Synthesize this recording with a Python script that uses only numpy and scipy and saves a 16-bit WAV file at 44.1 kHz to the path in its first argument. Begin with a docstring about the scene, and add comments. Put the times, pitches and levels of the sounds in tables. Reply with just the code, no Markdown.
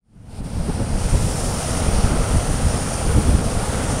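"""A tidal bore runs up a muddy river, its breaking front some way off; the sound fades in.
The tumbling wave traps air, and clouds of bubbles roar as each rings at its own resonance.
Above the roar, spray, a small whitecap and bursting foam hiss with countless tiny impacts.
Close by, the turbulent pressure of the wind rumbles and flutters on the microphone."""
import sys
import numpy as np
from scipy import signal
from scipy.fft import rfft, irfft
from scipy.io import wavfile
from scipy.ndimage import uniform_filter1d

SR = 44100
rng = np.random.default_rng(int(sys.argv[2]) if len(sys.argv) > 2 else 0)


def dump(signal):
    """Clip the signal to [-1, 1] and save it as 16-bit WAV at the path in sys.argv[1]."""
    limited = np.clip(np.atleast_2d(signal).T, -1, 1)
    pcm = np.round(limited * 32767).astype(np.int16)
    wavfile.write(sys.argv[1], SR, pcm)


N = 176400
TIME_S = np.arange(N) / SR
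BIN_HZ = np.maximum(np.arange(N // 2 + 1) * SR / N, 1)


def undb(db):
    """Amplitude grows tenfold for every 20 dB."""
    return 10 ** (np.asarray(db) / 20)


def unit(x):
    """Normalisation to rms 1."""
    return x / np.sqrt(np.mean(x ** 2))


def curve(rows, column=1):
    """Linear interpolation of one column of a table over time."""
    rows = np.array(rows)
    return np.interp(TIME_S, rows[:, 0], rows[:, column])


def colour(x, spectrum):
    """Spectral shaping at rms 1, falling 6 dB an octave beyond the table's ends."""
    hz, db = np.array(spectrum).T
    gain = undb(np.interp(np.log(BIN_HZ), np.log(hz), db))
    skirts = np.minimum(BIN_HZ / hz[0], 1) * np.minimum(hz[-1] / BIN_HZ, 1)
    return unit(irfft(rfft(x) * gain * skirts, N))


def resonance(x, hz, width_hz):
    """A damped resonator passes a band, with gain 1 at its centre."""
    return signal.lfilter(*signal.iirpeak(hz, hz / width_hz, fs=SR), x)


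def noise():
    """Independent samples give a white spectrum."""
    return rng.standard_normal(N)


def wander(per_s):
    """Smooth random modulation at rms 1."""
    steps = rng.standard_normal(N // 10)
    line = np.interp(TIME_S * per_s, np.arange(len(steps)), steps)
    return unit(uniform_filter1d(line, int(SR / per_s / 2)))


def blend(grains, power_share):
    """Incoherent sources add in power: single grains over a wash of countless smaller ones."""
    return np.sqrt(power_share) * unit(grains) + np.sqrt(1 - power_share) * noise()


def bubbles(per_s=2600, low_hz=280, high_hz=3500, cycles=13, pitch_rise=0.14, spread_db=2):
    """Each bubble is a damped oscillator that rises in pitch as it dies."""
    out = np.zeros(N + SR)
    for when, pitch, size, sign in rng.random((int(per_s * N / SR), 4)):
        hz = low_hz * (high_hz / low_hz) ** pitch
        age = np.linspace(0, 1, int(cycles * SR / hz))
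        phase = 2 * np.pi * cycles * age * (1 + pitch_rise * age / 2)
        ring = np.sin(phase) * np.exp(-np.log(100) * age)  # decays by 40 dB
        strength = hz * undb(-spread_db * np.log(max(size, .02)))
        start = int(when * N)
        out[start:start + len(age)] += ring * strength * np.sign(sign - .5)
    return out[:N]


# Spectrum of the bubble cloud: frequency_hz, relative_db
ROAR_SPECTRUM = [(120, -2), (250, -1.5), (350, -6.5), (470, 1.5), (600, -2), (780, -3), (1000, -10),
                 (1330, -7.5), (1750, -15), (2300, -19), (3200, -18.5), (6000, -47)]
# Strength of the breaking front and of its spray: time_s, roar_db, spray_db
BREAKER_LEVELS = [(0, -42, -47.5), (.5, -37.5, -49.5), (.65, -36.5, -44.5), (.92, -34, -45),
                  (1.02, -33, -35.5), (1.3, -32, -32.5), (1.7, -28, -31.5), (2.05, -26.5, -33),
                  (2.5, -28.5, -33), (2.9, -29, -31.5), (3.4, -29, -34), (3.7, -27, -32), (4, -27.5, -32.5)]


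def roar(surge_db=0.23):
    """Air entrainment: the tumbling front folds in ringing bubbles in uneven surges."""
    surge = undb(curve(BREAKER_LEVELS) + surge_db * wander(22.1))
    return surge * colour(blend(bubbles(), power_share=0.39), ROAR_SPECTRUM)


def drops(per_s=7000, spread_db=0.5):
    """Shot noise: dense, tiny impacts of uneven size arrive at random."""
    impacts = rng.random(N) < per_s / SR
    size = undb(spread_db * np.minimum(rng.exponential(size=N), 5))
    return blend(impacts * size * np.sign(noise()), power_share=0.55)


# Spectrum of the falling droplets: frequency_hz, relative_db
SPRAY_SPECTRUM = [(800, 3.5), (2000, -2.5), (2900, -2.5), (4200, -3.5), (5300, -0.5), (6800, -1),
                  (8000, -3), (9800, -3.5), (11000, -9), (13000, -19), (15500, -22)]


def spray():
    """Brief impacts radiate a broad band: droplets fall back from the crest."""
    return colour(drops(), SPRAY_SPECTRUM) * undb(curve(BREAKER_LEVELS, column=2))


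# Spectrum of the small crest: frequency_hz, relative_db
WHITECAP_SPECTRUM = [(300, 0.5), (600, 0.5), (850, 1.5), (1050, -8), (1400, -7), (1750, -16), (2200, -11.5),
                     (2600, -11), (3100, -14.5), (3700, -13), (4800, -9.5), (6500, -19.5), (8000, -15),
                     (9800, -17), (11000, -22), (15500, -40)]
# Strength of its spilling: time_s, level_db
WHITECAP_LEVELS = [(0, -42), (.25, -52), (.31, -37), (.39, -34.5), (.5, -37), (.9, -38), (1.5, -36),
                   (4, -43.5)]


def whitecap():
    """Impacts merge into a hiss as a small crest spills ahead of the main front."""
    return colour(drops(), WHITECAP_SPECTRUM) * undb(curve(WHITECAP_LEVELS))


def churn(water, bands=24, depth_db=0.85, per_s=4.04):
    """Independent amplitude modulation of each band makes the water's colour wander."""
    position = np.interp(np.log(BIN_HZ), np.log([500, 12000]), [0, bands - 1])
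    spectrum = rfft(water)
    out = np.zeros(N)
    for k in range(bands):
        band = irfft(spectrum * np.maximum(1 - abs(position - k), 0), N)
        out += band * undb(depth_db * wander(per_s))
    return out


def eddies(spectrum, window_s):
    """Turbulent pressure: shaped noise, held even in strength by its running rms."""
    pressure = colour(noise(), spectrum)
    return pressure / np.sqrt(uniform_filter1d(pressure ** 2, int(window_s * SR)) + 1e-9)


# Spectrum of the light wind: frequency_hz, relative_db
BREEZE_SPECTRUM = [(10, -8), (25, 0.5), (45, -1), (90, -0.5), (150, -4), (240, -7.5), (350, -20.5),
                   (700, -32.5), (2000, -42)]


def breeze(level_db=-23.5, waver_db=1.15):
    """Continuous turbulence at the microphone makes a low, wavering rumble."""
    return eddies(BREEZE_SPECTRUM, window_s=.12) * undb(level_db + waver_db * wander(11))


# Spectra of the large and of the small eddies: frequency_hz, relative_db
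RUMBLE_SPECTRUM = [(10, -14), (22, -0.5), (35, 1), (55, -1.5), (75, -0.5), (110, -12.5), (180, -20),
                   (350, -32), (1000, -53)]
FLUTTER_SPECTRUM = [(30, -3), (90, -2), (150, -0.5), (240, -1.5), (350, -9.5), (600, -18.5), (1200, -29.5),
                    (3000, -55)]
# Bell-shaped gusts on the microphone: peak_s, half_width_s, rumble_db, flutter_db
GUST_SWELLS = [(0.409, .015, -17, -21.5), (0.576, 0.039, -20, -34), (0.691, 0.01, -27, -18.5),
               (0.809, 0.011, -24, -17), (0.946, 0.024, -16, -27), (1.058, 0.011, -15.5, -38),
               (1.142, 0.023, -12.5, -24.5), (1.227, 0.024, -19, -31), (1.76, 0.023, -20.5, -28),
               (1.87, 0.028, -20.5, -28), (1.971, 0.027, -13.5, -40), (2.052, .018, -12.5, -22),
               (2.115, 0.021, -17, -19.5), (2.189, .035, -17, -28.5), (2.351, 0.026, -12.5, -27),
               (2.496, 0.046, -19.5, -31.5), (2.663, 0.017, -13, -36), (2.766, 0.024, -23, -28.5),
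               (3.08, 0.028, -17.5, -34), (3.165, .013, -9.5, -30), (3.19, .016, -13, -16.5),
               (3.291, 0.024, -13.5, -18), (3.345, .012, -11, -19.5), (3.415, 0.026, -23.5, -24),
               (3.567, 0.013, -19, -28)]


def gusts():
    """Eddy size sets frequency: in each gust large eddies rumble and small ones flutter."""
    rumble_power = flutter_power = 0
    for peak_s, half_width_s, rumble_db, flutter_db in GUST_SWELLS:
        swell = np.exp(-((TIME_S - peak_s) / half_width_s) ** 2 / 2)
        rumble_power += (undb(rumble_db) * swell) ** 2
        flutter_power += (undb(flutter_db) * swell) ** 2
    rumble = np.sqrt(rumble_power) * eddies(RUMBLE_SPECTRUM, window_s=0.047)
    flutter = np.sqrt(flutter_power) * eddies(FLUTTER_SPECTRUM, window_s=0.033)
    return rumble + flutter


# Strength of the fresh foam: time_s, level_db
FOAM_LEVELS = [(0, -62), (1.1, -44), (1.3, -39.5), (1.7, -39), (2.05, -40), (2.3, -48), (2.9, -40),
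               (3.4, -58), (4, -52)]


def foam(centre_hz=5660, width_hz=1100):
    """Impulses excite a resonance: bursting foam fizzes in one treble band."""
    fizz = resonance(drops(), centre_hz, width_hz)
    fizz = resonance(fizz, centre_hz, width_hz * 2)
    return unit(fizz) * undb(curve(FOAM_LEVELS))


def scene(buffet_db=1.3, surge_db=0.33, flicker_db=0.65, dip_db=-10, dip_s=0.422, dip_half_s=0.01):
    """Superposition of the wind close by and the waves beyond; the hiss dips briefly once."""
    wind = (breeze() + gusts()) * undb(buffet_db * wander(90))
    front = roar()
    hiss = undb(-2.0) * spray() + undb(-1.0) * foam()
    hiss *= undb(surge_db * wander(14) + flicker_db * wander(70))
    dip = undb(dip_db * np.exp(-((TIME_S - dip_s) / dip_half_s) ** 2 / 2))
    water = churn(front + dip * (hiss + whitecap()))
    return (wind + water)[None]


def record(dry, ring_db=9, fade_s=0.72, cutoff_hz=15700):
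    """Microphone resonance lifts the high treble; the sound fades in and is low-pass filtered."""
    ring = undb(ring_db) * resonance(dry, hz=9170, width_hz=690)
    fade = np.minimum(TIME_S / fade_s, 1) ** 1.82
    low_pass = signal.firwin(1001, cutoff_hz, fs=SR)[None]
    return signal.fftconvolve((dry + ring) * fade, low_pass, mode="same")


dry = scene()
out = record(dry)
dump(out)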